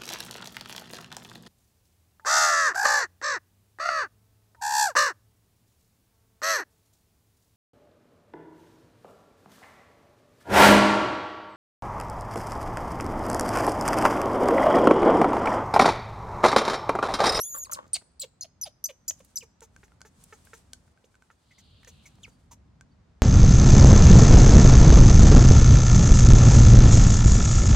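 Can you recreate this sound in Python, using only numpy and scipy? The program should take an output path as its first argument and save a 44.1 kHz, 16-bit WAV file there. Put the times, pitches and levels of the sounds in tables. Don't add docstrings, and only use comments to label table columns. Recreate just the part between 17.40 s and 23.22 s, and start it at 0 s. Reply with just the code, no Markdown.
import sys
import numpy as np
from scipy import signal
from scipy.fft import rfft, irfft, next_fast_len
from scipy.io import wavfile
from scipy.ndimage import uniform_filter1d

SR = 44100
rng = np.random.default_rng(int(sys.argv[2]) if len(sys.argv) > 2 else 0)


def wav_record(signal):
    frames = np.transpose(np.atleast_2d(signal))
    bounded = np.clip(frames, -1, 1)
    quanta = np.round(bounded * 32767).astype(np.int16)
    wavfile.write(sys.argv[1], SR, quanta)


N = 256662
TIME = np.arange(N) / SR

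# f/Hz, rel. level/dB
RUMBLE = [(15, -48), (24, -35.5), (33, -18.5), (45, -1), (70, 3), (86, 2), (109, -2), (167, -3.5),
          (260, -8.5), (350, -22), (600, -32.5), (1200, -120)]
# t/s, rel. level/dB
RUMBLE_LEVEL = [(0.0, -68), (0.44, -63.5), (0.63, -68), (1.69, -68), (1.78, -67), (3.24, -62.5),
                (3.42, -64), (4.03, -73.5), (4.25, -63), (4.54, -61.5), (4.7, -62), (5.24, -60),
                (5.72, -60.5), (5.82, -62)]
# f/Hz, rel. level/dB
WASH = [(150, -24.5), (250, -8), (570, -9), (850, -10.5), (1300, -13.5), (2900, -23), (4500, -24),
        (6900, -28.5), (9500, -38.5), (12000, -48), (15600, -69)]
# t/s, rel. level/dB
WASH_LEVEL = [(0.0, -70), (0.42, -69.5), (0.61, -73), (1.1, -76), (3.18, -71), (3.4, -72.5), (4.0, -75.5),
              (4.73, -71), (5.14, -73.5), (5.82, -72.5)]
# f/Hz, correlation/1
LIKENESS = [(40, 0.95), (120, 1), (250, 0.68), (500, 0.41), (1000, 0.31), (8000, 0.26)]
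# f/Hz, rel. level/dB
WOOD_COLOUR = [(200, 20), (600, 0.5), (1400, -10), (3000, -6.5), (5000, 1.5), (8000, 0.5), (11000, -10.5),
               (16000, -4)]
# t/s, length/s, f/Hz, level/dB
FAINT_NOTES = [(4.889, 0.14, 4620, -81), (5.504, 0.032, 4560, -79)]
CHIRR_START_S, CHIRR_HOLD_S, CHIRR_ATTACK_S, CHIRR_RELEASE_S = 4.17, 0.45, 0.089, 0.14
CHIRR_DB, CHIRR_HZ, CHIRR_SAG_HZ_PER_S = -66, 3900, 1000
# f/Hz, rel. level/dB
RUSTLE_COLOUR = [(400, -9), (950, 0), (1600, -4), (3000, -4.5), (5500, -3), (8500, 0), (11500, -9.5),
                 (15500, -18)]
# t/s, length/s, rel. level/dB
RUBS = [(1.82, 0.073, -67), (2.402, 0.052, -71), (2.817, 0.35, -64.5), (3.15, 0.33, -75.5),
        (3.626, 1, -79.5), (4.417, 0.54, -73.5)]
RUB_ATTACK_S, RUB_RELEASE_S, FUR_REST_DB = 0.067, 0.08, -96
# t/s, length/s before the release, rel. level/dB
CHATTER = [(0.145, 0.014, -44), (0.166, 0.0091, -50.5), (0.258, 0.032, -60), (0.295, 0.013, -49.5),
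           (0.321, 0.0072, -43.5), (0.33, 0.013, -57), (0.359, 0.0095, -48), (0.3806, 0.0077, -43),
           (0.395, .012, -55.5), (0.439, 0.0066, -63), (0.45, 0.0045, -65.5)]
CHATTER_RELEASE_S = 0.0068
# rel. f/Hz, width/Hz, rel. level/dB
BIG_THROAT = [(330, 240, -2), (545, 100, 7), (860, 220, 3.5), (1132, 140, 11), (1334, 120, -1),
              (2870, 600, -10.5)]
# f/Hz, phase/rad
ASIDE_PHASE = [(100, -2.5), (350, -2.5), (1100, -2), (3000, -2.5)]
# f/Hz, level/dB
ASIDE_BALANCE = [(500, -1.5), (850, 1), (1150, 5), (1600, -0.5), (2800, -0.5)]
# t/s, level/dB, centre f/Hz
SCUFFS_AND_THUMPS = [(0.293, -73, 7230), (0.463, -59, 230), (0.475, -69.5, 6060), (0.611, -67, 1300),
                     (0.618, -59.5, 267), (1.79, -63.5, 7000), (1.845, -60.5, 9000), (2.478, -69, 1840),
                     (2.836, -53, 8650), (3.048, -62, 10100), (3.475, -70.5, 897), (4.429, -61, 1746),
                     (4.751, -71, 5460), (4.782, -67, 890), (4.862, -68, 1198)]
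# t/s, rel. level/dB, mouth resonance f/Hz, rel. treble level/dB
SMACKS = [(2.207, -62.5, 1320, 8.5), (2.3636, -42.5, 1580, -19), (2.52, -51.5, 1400, -25),
          (2.607, -48.5, 1510, -14), (2.616, -42, 1520, -6.5), (3.0717, -47, 1600, -34),
          (3.3332, -42.5, 1524, 2.5), (3.5754, -54, 1560, -30), (3.7435, -53.5, 1554, -38.5),
          (3.7539, -53.5, 1490, -14.5), (3.823, -48.5, 1520, -23), (4.448, -48, 1790, -10),
          (4.828, -67, 1500, -3), (5.4104, -43, 1556, -16.5)]
# multiple of its resonance/1, rel. level/dB, t60/s
MOUTH = [(1, -2, 0.024), (1.45, -3, 0.005), (1.999, -18, 0.011), (2.85, -6, 0.0012)]
# f/Hz, rel. level/dB
TICK = [(250, -31.5), (800, 0.5), (2000, 0), (4500, 6), (7000, 13), (10000, 2), (15000, -26)]
# f/Hz, phase/rad
PORT_PHASE = [(60, 0), (4740, -0.41), (5430, -1.1), (14900, -1.4), (16000, 0.2)]
# f/Hz, level/dB
PORT_BALANCE = [(60, -3.5), (240, -3.5), (950, -1.5), (3770, 0.5), (15000, 0)]
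# t/s, length/s, initial f/Hz, rel. voiced level/dB, mouth resonance f/Hz,
# rel. resonance level/dB, rel. rasp level/dB
GRUNTS = [ (0.555, 0.019, 871, -53.5, 2720, -45, -48.5), (0.829, .027, 604, -48, 2920, -50.5, -58.5),
          (1.041, 0.02, 794, -55.5, 2840, -59.5, -64.5), (1.253, 0.034, 920, -49.5, 3270, -51, -57),
          (1.487, 0.031, 663, -50.5, 2530, -53, -58), (1.703, 0.012, 716, -53.5, 2900, -48, -48),
          (1.801, 0.014, 601, -56, 2200, -67.5, -65), (2.022, 0.025, 522, -56, 2300, -65.5, -59),
          (2.218, 0.029, 481, -54.5, 1350, -64.5, -56.5), (2.432, 0.02, 426, -62.5, 1576, -60, -66),
          (2.649, 0.031, 453.5, -59.5, 1404, -62, -62), (2.9245, 0.026, 438, -53, 1320, -52.5, -61.5),
          (3.132, 0.021, 470, -53.5, 1390, -51, -56.5), (3.641, 0.011, 490, -61, 2850, -69, -71.5),
          (3.902, 0.021, 481, -70.5, 1200, -59, -74), (4.472, 0.023, 529, -58.5, 1790, -60, -54.5),
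          (4.878, 0.012, 490, -60, 1334, -67.5, -67.5), ]
GRUNT_ATTACK_S, REST_HZ, RELAX_S = 0.00061, 385, 0.02
OPEN_ATTACK_S, CLINGS_S = 0.029, 2.1
# f/Hz, rel. level/dB
RASP = [(1500, -6), (3000, -10), (4700, -10.5), (6400, 1.5), (8500, -12), (12000, -14.5), (16000, -21.5)]
# f/Hz, rel. level/dB
HISS = [(1500, -9.5), (3000, -10), (4700, -10), (6400, 3), (8500, -8.5), (12000, -13), (16000, -22)]
HISS_RISE_S, HISS_OUTLASTS_S = 0.0089, 0.018
# t/s, initial f/Hz, mouth resonance f/Hz, resonance level/dB, hiss level/dB
WHIMPERS = [(4.107, 1060, 2080, -63.5, -74), (4.179, 1080, 2024, -67, -63.5),
            (4.653, 1123, 2260, -59.5, -59), (5.109, 1015, 944, -58.5, -55.5)]
WHIMPER_S, WHIMPER_ATTACK_S, WHIMPER_SAG_HZ, WHIMPER_LOW_DB = 0.042, 0.005, 180, -94
WHIMPER_Q = 5
# t/s, f/Hz, then rel. level/dB of the fundamental, the second harmonic and
SCREAM = [(0.0, 6480, -35.5, -48, -51, 0.2), (0.008, 5610, -39.5, -33.5, -55.5, 0.1),
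          (0.014, 5620, -35, -27, -55, 0.04), (0.021, 5730, -42.5, -33.5, -48.5, 0.04),
          (0.029, 6050, -41, -41.5, -49, .08), (0.038, 6510, -32.5, -52.5, -43, .03),
          (0.048, 6750, -40, -43.5, -41.5, 0.02), (0.075, 6950, -41.5, -49, -42, 0.03),
          (0.09, 6980, -43, -46.5, -53.5, 0.1), (0.113, 6770, -42.5, -46.5, -65.5, 0.04),
          (0.127, 6590, -38, -47, -60.5, 0.025), (0.139, 6800, -38, -45.5, -60, 0.04),
          (0.153, 6850, -44, -44, -41.5, .13), (0.165, 7200, -44, -44, -53, .16),
          (0.174, 7460, -40.5, -46.5, -55, .12), (0.184, 7000, -44, -37, -46.5, .06),
          (0.2, 6900, -41, -47, -64, 0.025), (0.213, 6580, -40, -53, -66.5, 0.015),
          (0.227, 6730, -36.5, -49, -63.5, 0.02), (0.239, 6580, -35.5, -52, -52.5, 0.1)]
SCREAM_GAIN_DB = 0.5
# t/s, roughness at onset/1, length/s, f/Hz, glide/octaves, rel. level/dB,
# second harmonic re the first/dB, roughness/1
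WHISTLES = [ (0.314, 1, 0.019, 6450, 0.043, -35.5, -0.5, 0.58),
            (0.5324, 0.1, 0.0108, 8940, -.2, -21.5, -28, 0.04),
            (0.7984, 0.7, 0.011, 8080, -0.14, -33.5, -14, 0),
            (1.0095, 0.07, 0.0032, 6520, -0.055, -31.5, -20.5, 0.11),
            (1.2131, 0.5, 0.018, 6025, -0.1, -33, -10, 0.11),
            (1.4404, 0.3, .0085, 5920, 0.1, -27, -6, 0.06),
            (1.6791, 0.7, 0.008, 6770, 0.016, -31.5, -9.5, 0.35),
            (1.9574, 0.3, 0.012, 6030, 0.013, -32.5, -9, 0.09), ]
WHISTLE_BEND = 7
CATCH_S = 0.0018
WHISTLE_ARCH_DB = 2
# t/s, length/s, f/Hz, glide/octaves,
# rel. level/dB, fade/dB, second harmonic re the first/dB, roughness/1, flap f/Hz, flap depth/1
BREAKS = [ (0.243, 0.019, 5760, -0.57, -46.5, 4.5, -2, 0.12, 1900, 0.25),
          (0.3314, 0.006, 8000, -0.32, -25, 9, -12, 0.42, 1295, 0.8),
          (0.339, .016, 5480, -0.63, -38.5, 8, -3, 0.7, 890, .4),
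          (0.5318, 0.002, 6020, -.05, -32.5, 3, -19.5, .3, 1900, 0.4),
          (0.536, 0.007, 4760, -.05, -42.5, 0, -20, .4, 900, 0.2),
          (0.5425, .023, 4730, -.2, -30.5, 6.5, -16.5, 0.6, 1301, 0.4),
          (0.7957, 0.0041, 4920, -0.26, -39, 6.5, -10, 0.1, 893, 0.25),
          (0.8102, 0.0048, 4300, -0.16, -46.5, -2, -10, 0.4, 894, 0.7),
          (0.8122, 0.011, 7470, -0.14, -35, 5.5, -8, 0.12, 800, 0.2),
          (0.817, 0.017, 4180, -0.1, -34.5, 7, -7.5, 0.3, 670, 0.4),
          (1.0126, 0.022, 5055, -0.003, -41.5, -5, -14, 0.16, 803, 0.72),
          (1.2333, 0.011, 5160, -0.083, -28.5, 9, -5.5, 0.06, 1530, 0.06),
          (1.454, 0.013, 6535, -.17, -27.5, 8.5, -12.5, 0.2, 1195, 0.3),
          (1.682, 0.008, 5760, 0.039, -28, 1, -8, 0.23, 919, 0.6),
          (1.689, 0.006, 7500, -0.093, -34, -3.5, -8.5, 0.4, 900, .2),
          (1.697, 0.0065, 6960, -0.29, -20.5, 15.5, -25.5, 0, 910, 0.1),
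          (1.969, 0.01, 5870, -0.21, -28, 8.5, -17.5, 0.51, 1025, 0.21),
          (1.979, 0.009, 7370, -0.038, -34.5, 2.5, -14, 0.5, 1380, 0), ]
BREAK_SWELL_DB, BREAK_SWELL_S = 4.5, .0025
FLAP_ABOVE = 0.77
HALF_CLEAN_DB, HALF_ROUGH_DB = -32, -2.5
# t/s, length/s, f/Hz, glide/octaves, rel. level/dB
SQUEAKS = [(0.569, 0.007, 2350, -.15, -51.5), (2.007, 0.019, 3300, -0.54, -51.5),
           (4.832, 0.024, 3765, -0.83, -46.5)]
SQUEAK_CATCH, SQUEAK_SECOND_DB, SQUEAK_ROUGH = 0.56, -8.5, 0.036
# f/Hz, rel. level/dB
THROAT = [(1500, -3), (2300, 6), (3300, -5.5), (4500, 2), (5500, -1.5), (7200, 1), (8100, 1.5),
          (8800, -1.5), (9900, 3.5), (11500, 0), (15000, -1.5)]
# f/Hz, rel. level/dB
THROAT_HISS = [(1800, -27.5), (3600, -9.5), (4600, -4), (7200, -7), (9500, -14.5), (12500, -5),
               (15000, -11.5)]
CUTOFF_HZ = 16100


def from_db(db):
    return 10 ** (np.asarray(db) / 20)


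def rms_one(x):
    return x / np.sqrt(np.mean(x ** 2) + 1e-20)


def columns_at(rows, t):
    s, *columns = np.transpose(rows)
    return [np.interp(t, s, c) for c in columns]


def at_hz(points, hz):
    f, value = np.transpose(points)
    return np.interp(np.log(hz + 1), np.log(f), value)


def coloured(x, spectrum):
    size = x.shape[-1]
    padded = next_fast_len(size)
    gain = from_db(at_hz(spectrum, np.fft.rfftfreq(padded, 1 / SR)))
    return rms_one(irfft(rfft(x, padded) * gain, padded)[..., :size])


def wobble(size, rate_hz):
    r = np.exp(-2 * np.pi * rate_hz / SR)
    noise = rng.standard_normal(size + SR // 8)
    return rms_one(signal.lfilter([1], [1, -2 * r, r * r], noise)[-size:])


def flutter(size, width_hz):
    lowpass = signal.butter(4, width_hz, fs=SR, output="sos")
    real, imag = signal.sosfilt(lowpass, rng.standard_normal((2, size + 500)))[:, -size:]
    return rms_one(real) / np.sqrt(2) + 1j * rms_one(imag) / np.sqrt(2)


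def resonate(x, hz, width_hz):
    r = np.exp(-np.pi * width_hz / SR)
    poles = [1, -2 * r * np.cos(2 * np.pi * hz / SR), r * r]
    return signal.lfilter(np.array([1, 0, -1]) * (1 - r * r) / 2, poles, x)


def swell(t, length, rise):
    return rms_one(np.clip(t / rise, 0, 1) * np.cos(np.pi / 2 * np.clip(t / length, 0, 1)))


def held(start, length, attack, release):
    return np.exp(np.minimum(TIME - start, 0) / attack - np.maximum(TIME - start - length, 0) / release)


def add(track, start, sound):
    i = max(round(start * SR), 0)
    track[i:i + len(sound)] += sound[:N - i]


def stereo_noise(spectrum):
    mid, side = rfft(rng.standard_normal((2, next_fast_len(N, True))))
    alike = np.clip(at_hz(LIKENESS, np.linspace(0, SR / 2, len(mid))), -1, 1)
    pair = irfft(np.sqrt(1 + alike) * mid + np.sqrt(1 - alike) * side * [[1], [-1]])
    return coloured(pair[:, :N], spectrum)


def scatter(x, t60, delay, colour):
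    t = np.arange(SR) / SR
    onset = np.clip(t / delay - 1, 0, 1)
    tail = coloured(rng.standard_normal((2, SR)), colour) * from_db(-60 * t / t60) * onset
    tail = tail / np.sqrt(np.sum(tail ** 2, axis=1, keepdims=True))
    return signal.fftconvolve(x[None], tail, axes=1)[:, :N]


def at_ports(x, phase, balance):
    size = next_fast_len(N + 2048, True)
    hz = np.fft.rfftfreq(size, 1 / SR)
    lead = from_db(at_hz(balance, hz) / 2) * np.exp(.5j * at_hz(phase, hz))
    return irfft(rfft(x, size) * np.array([lead, 1 / lead]), size)[:, :N]


def background(rumble_db=2.5, air_db=2.5, swell_db=1.5):
    low_db, = columns_at(RUMBLE_LEVEL, TIME)
    wash_db, = columns_at(WASH_LEVEL, TIME)
    rumble = from_db(low_db + rumble_db + swell_db * wobble(N, 5)) * stereo_noise(RUMBLE)
    wash = from_db(wash_db + air_db) * stereo_noise(WASH)
    return rumble + wash


def faint_notes(blur_hz=70, rise=0.013):
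    out = np.zeros(N)
    for start, length, hz, level_db in FAINT_NOTES:
        t = np.arange(0, length, 1 / SR)
        note = (flutter(len(t), blur_hz) * np.exp(2j * np.pi * hz * t)).real
        add(out, start, from_db(level_db) * rms_one(note * swell(t, length, rise)))
    return out


def chirr(width_hz=950):
    hz = CHIRR_HZ - CHIRR_SAG_HZ_PER_S * np.clip(TIME - CHIRR_START_S, 0, CHIRR_HOLD_S)
    level = from_db(CHIRR_DB) * held(CHIRR_START_S, CHIRR_HOLD_S, CHIRR_ATTACK_S, CHIRR_RELEASE_S)
    carrier = np.exp(2j * np.pi * np.cumsum(hz) / SR)
    shared = flutter(N, width_hz)
    return level * np.array([((shared + flutter(N, width_hz)) * carrier).real for _ in range(2)])


def rustle(stroke_db=2.0):
    rubs = [from_db(level_db) * held(start, length, RUB_ATTACK_S, RUB_RELEASE_S)
            for start, length, level_db in RUBS]
    effort = from_db(FUR_REST_DB) + np.max(rubs, axis=0)
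    return effort * from_db(stroke_db * wobble(N, 14)) * stereo_noise(RUSTLE_COLOUR)


def chatter(pulse_hz=190, gain_db=4.0, ragged_db=6.5, tail_db=-15, tail_s=0.036, throat_shift=0.084):
    out = np.zeros(N)
    t = np.arange(SR // 16) / SR
    for start, length, level_db in CHATTER:
        phase = 2 * np.pi * np.cumsum(pulse_hz * (1 + .3 * wobble(len(t), 100))) / SR
        full_length = length + CHATTER_RELEASE_S
        burst = swell(t, full_length, 0.001)
        effort = burst / burst.max() + from_db(tail_db) * np.exp(-t / tail_s)
        effort = effort * from_db(ragged_db * wobble(len(t), 120))
        source = rng.standard_normal(len(t)) * (1 + np.cos(phase)) * effort
        throat = 0
        for hz, width, db in BIG_THROAT:
            shifted_hz = hz * (1 + throat_shift * rng.uniform(-1, 1))
            ring = resonate(resonate(source, shifted_hz, width), shifted_hz, 3 * width)
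            throat = throat + from_db(db) * ring
        add(out, start, from_db(level_db + gain_db) * rms_one(throat) * np.sqrt(full_length / t[-1]))
    return out


def scuffs_and_thumps(length=.012, gain_db=0.0):
    out, t = np.zeros(N), np.arange(0, length, 1 / SR)
    for start, level_db, hz in SCUFFS_AND_THUMPS:
        puff = resonate(rng.standard_normal(len(t)), hz, 0.53 * hz)
        add(out, start, from_db(level_db + gain_db) * rms_one(puff * swell(t, length, 0.0036) ** 2))
    return out


def lip_smacks(ring_db=0.0, tick_db=11.0, tick_decay=0.0012):
    out, t = np.zeros(N), np.arange(SR // 25) / SR
    for start, peak_db, hz, treble_db in SMACKS:
        ring = sum(from_db(db - 60 * t / t60) * np.sin(2 * np.pi * hz * k * t) for k, db, t60 in MOUTH)
        tick = coloured(rng.standard_normal(len(t)), TICK) * np.exp(-t / tick_decay)
        add(out, start, from_db(peak_db) * (from_db(ring_db) * ring + from_db(treble_db + tick_db) * tick))
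    return out


def rasp(length, rise, level_db, spectrum):
    t = np.arange(0, length, 1 / SR)
    return from_db(level_db) * coloured(rng.standard_normal(len(t)), spectrum) * swell(t, length, rise)


def grunt(length, attack, first_hz, last_hz, low_db, mouth_hz, mouth_db, mouth_q=1.9,
          octave_db=-8, third_db=-16, lag=0.0015, fade=0.02):
    t = np.arange(0, length, 1 / SR)
    hz = np.interp(t, [0, length], [first_hz, last_hz]) * (1 + .035 * wobble(len(t), 300))
    phase = 2 * np.pi * np.cumsum(hz) / SR
    pulses = np.diff(np.floor(phase / (2 * np.pi)), prepend=-1)
    pulses = pulses * (1 + .7 * wobble(len(t), 380))
    source = rms_one(pulses) + .4 * rng.standard_normal(len(t))
    mouth = resonate(resonate(source, mouth_hz, mouth_hz / mouth_q), mouth_hz, 2 * mouth_hz / mouth_q)
    overtones = from_db(octave_db) * np.sin(2 * phase) + from_db(third_db) * np.sin(3 * phase)
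    voiced = rms_one(np.sin(phase) + (1700 / mouth_hz) ** 2 * overtones)
    body = from_db(low_db) * voiced * swell(t, length, attack + lag)
    return body + from_db(mouth_db) * rms_one(mouth * swell(t, length, attack) * np.exp(-t / fade))


def glide(start, length, hz, octaves, level_db, second_db, rough, bend=1):
    along = np.linspace(0, 1, len(level_db))
    half_db = HALF_CLEAN_DB + (HALF_ROUGH_DB - HALF_CLEAN_DB) * rough
    pitch = hz * 2 ** (octaves * along ** bend)
    course = (start + length * along, pitch, level_db, second_db, half_db, rough)
    return np.column_stack(np.broadcast_arrays(*course))


def whistle(start, catch_rough, length, hz, octaves, level_db, second_db, rough, bend=1):
    along = np.linspace(0, 1, 20)
    catch = catch_rough * np.exp(-(along * length / CATCH_S) ** 2)
    arched_db = level_db - WHISTLE_ARCH_DB * (2 * along - 1) ** 2
    return glide(start, length, hz, octaves, arched_db, second_db, np.maximum(rough, catch), bend)


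def broken(start, length, hz, octaves, level_db, fade_db, second_db, rough):
    along = np.linspace(0, 1, 20)
    drop_db = BREAK_SWELL_DB * np.exp(-along * length / BREAK_SWELL_S) + fade_db * along ** 2
    return glide(start, length, hz, octaves, level_db - drop_db, second_db, rough)


def scream():
    s, hz, first_db, second_db, half_db, rough = np.transpose(SCREAM)
    power = from_db(first_db) ** 2 + from_db(second_db) ** 2 + from_db(half_db) ** 2
    level_db = 10 * np.log10(power) + SCREAM_GAIN_DB
    return np.column_stack([s, hz, level_db, second_db - first_db, half_db - first_db, rough])


def high_calls():
    for row in WHISTLES:
        yield whistle(*row, bend=WHISTLE_BEND), 0, 0
    for *row, flap_hz, flap_depth in BREAKS:
        yield broken(*row), flap_hz, flap_depth
    for start, length, hz, octaves, level_db in SQUEAKS:
        course = whistle(start, SQUEAK_CATCH, length, hz, octaves, level_db, SQUEAK_SECOND_DB, SQUEAK_ROUGH)
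        yield course, 0, 0


def squeal(rows, flap_hz=0, flap_depth=0, jitter=0.031, jitter_hz=300, chaos_hz=480, sub_db=-12,
           third_db=-18, quarter_db=-18, turbulence_db=-9, overtone_hiss=0.18, spread=4.2,
           flap_wander=0.1, rise=0.0007, fall=0.0016):
    start, end = rows[0][0], rows[-1][0]
    t = np.arange(start - rise, end + 6 * fall, 1 / SR)
    hz, level_db, second_db, half_db, rough = columns_at(rows, t)
    rough = np.clip(rough, 0, 1)
    jittered_hz = hz * (1 + jitter * np.sqrt(rough) * wobble(len(t), jitter_hz))
    phase = 2 * np.pi * np.cumsum(jittered_hz) / SR
    flap = np.exp(2j * np.pi * np.cumsum(flap_hz * (1 + flap_wander * wobble(len(t), 200))) / SR)
    strands = 1 + flap_depth * (1 / flap + FLAP_ABOVE * (flap - flap ** 2))
    below_db = 2 * np.minimum(half_db, 0) + sub_db
    between_db = quarter_db + 20 * np.log10(rough + 1e-3)
    lines = [(1, 0), (2, second_db), (3, second_db + third_db), (3 / 2, half_db), (1 / 2, below_db),
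             (5 / 4, between_db), (7 / 4, between_db)]
    voice = 0
    for multiple, db in lines:
        chaos = rough if multiple == 1 else np.minimum(rough * spread, 1)
        width_hz = chaos_hz * np.sqrt(multiple)
        if multiple in (5 / 4, 7 / 4):
            chaos, width_hz = 1, 1.5 * width_hz
        line = (1 - chaos + chaos * flutter(len(t), width_hz)) / np.hypot(1 - chaos, chaos)
        tone = (line * strands * np.exp(1j * multiple * phase)).imag
        voice = voice + from_db(db) * tone * (multiple * hz < SR / 2)
    leak = (rough + overtone_hiss) * from_db(np.minimum(second_db, 0))
    voice = voice + from_db(turbulence_db) * leak * coloured(rng.standard_normal(len(t)), THROAT_HISS)
    voice = coloured(voice, THROAT)
    voice = voice / np.sqrt(uniform_filter1d(voice ** 2, size=200) + 1e-9)
    gate = np.clip((t - t[0]) / rise, 0, 1) * np.exp(-np.maximum(t - end, 0) / fall)
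    highpass = signal.butter(4, 0.2 * hz.min(), "high", fs=SR, output="sos")
    return signal.sosfilt(highpass, voice * from_db(level_db) * gate)


def baby(squeal_db=0.5, grunt_db=1.0, hiss_db=-1.0):
    out = np.zeros(N)
    long_call = squeal(scream(), jitter=0.014, spread=3.6, quarter_db=5, turbulence_db=-4, overtone_hiss=0.055)
    add(out, SCREAM[0][0], long_call)
    for rows, flap_hz, flap_depth in high_calls():
        add(out, rows[0][0], from_db(squeal_db) * squeal(rows, flap_hz, flap_depth))
    for start, length, hz, low_db, mouth_hz, mouth_db, rasp_db in GRUNTS:
        last_hz = REST_HZ + (hz - REST_HZ) * np.exp(-length / RELAX_S)
        if start < CLINGS_S:
            attack = OPEN_ATTACK_S
            air = rasp(length, OPEN_ATTACK_S, rasp_db, RASP)
        else:
            attack = GRUNT_ATTACK_S
            air = rasp(length + HISS_OUTLASTS_S, HISS_RISE_S, rasp_db + hiss_db, HISS)
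        voice = grunt(length, attack, hz, last_hz, low_db, mouth_hz, mouth_db)
        add(out, start, from_db(grunt_db) * voice)
        add(out, start, air)
    for start, hz, mouth_hz, mouth_db, rasp_db in WHIMPERS:
        whimper = grunt(WHIMPER_S, WHIMPER_ATTACK_S, hz, hz - WHIMPER_SAG_HZ, WHIMPER_LOW_DB,
                        mouth_hz, mouth_db, mouth_q=WHIMPER_Q)
        add(out, start, whimper)
        add(out, start, rasp(WHIMPER_S, HISS_RISE_S, rasp_db, HISS))
    return out


def scene(ground_db=-12, wood_db=-25, aside_wood_db=-15, aside_ground_db=-13):
    near, aside = baby() + lip_smacks() + scuffs_and_thumps(), chatter()
    ground_colour = [(400, -4.5), (3000, -6.0), (7000, -4.0), (15000, -5.0)]   # f/Hz, rel. level/dB
    to_ground = from_db(ground_db) * near + from_db(aside_ground_db) * aside
    to_wood = from_db(wood_db) * near + from_db(aside_wood_db) * aside
    ground = scatter(to_ground, t60=0.11, delay=0.0011, colour=ground_colour)
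    wood = scatter(to_wood, t60=0.57, delay=0.0027, colour=WOOD_COLOUR)
    direct = at_ports(near, PORT_PHASE, PORT_BALANCE) + at_ports(aside, ASIDE_PHASE, ASIDE_BALANCE)
    return direct + ground + wood + chirr() + faint_notes() + rustle() + background()


def record(dry):
    return signal.sosfilt(signal.ellip(10, .2, 80, CUTOFF_HZ, fs=SR, output="sos"), dry)


dry = scene()
out = record(dry)
wav_record(out)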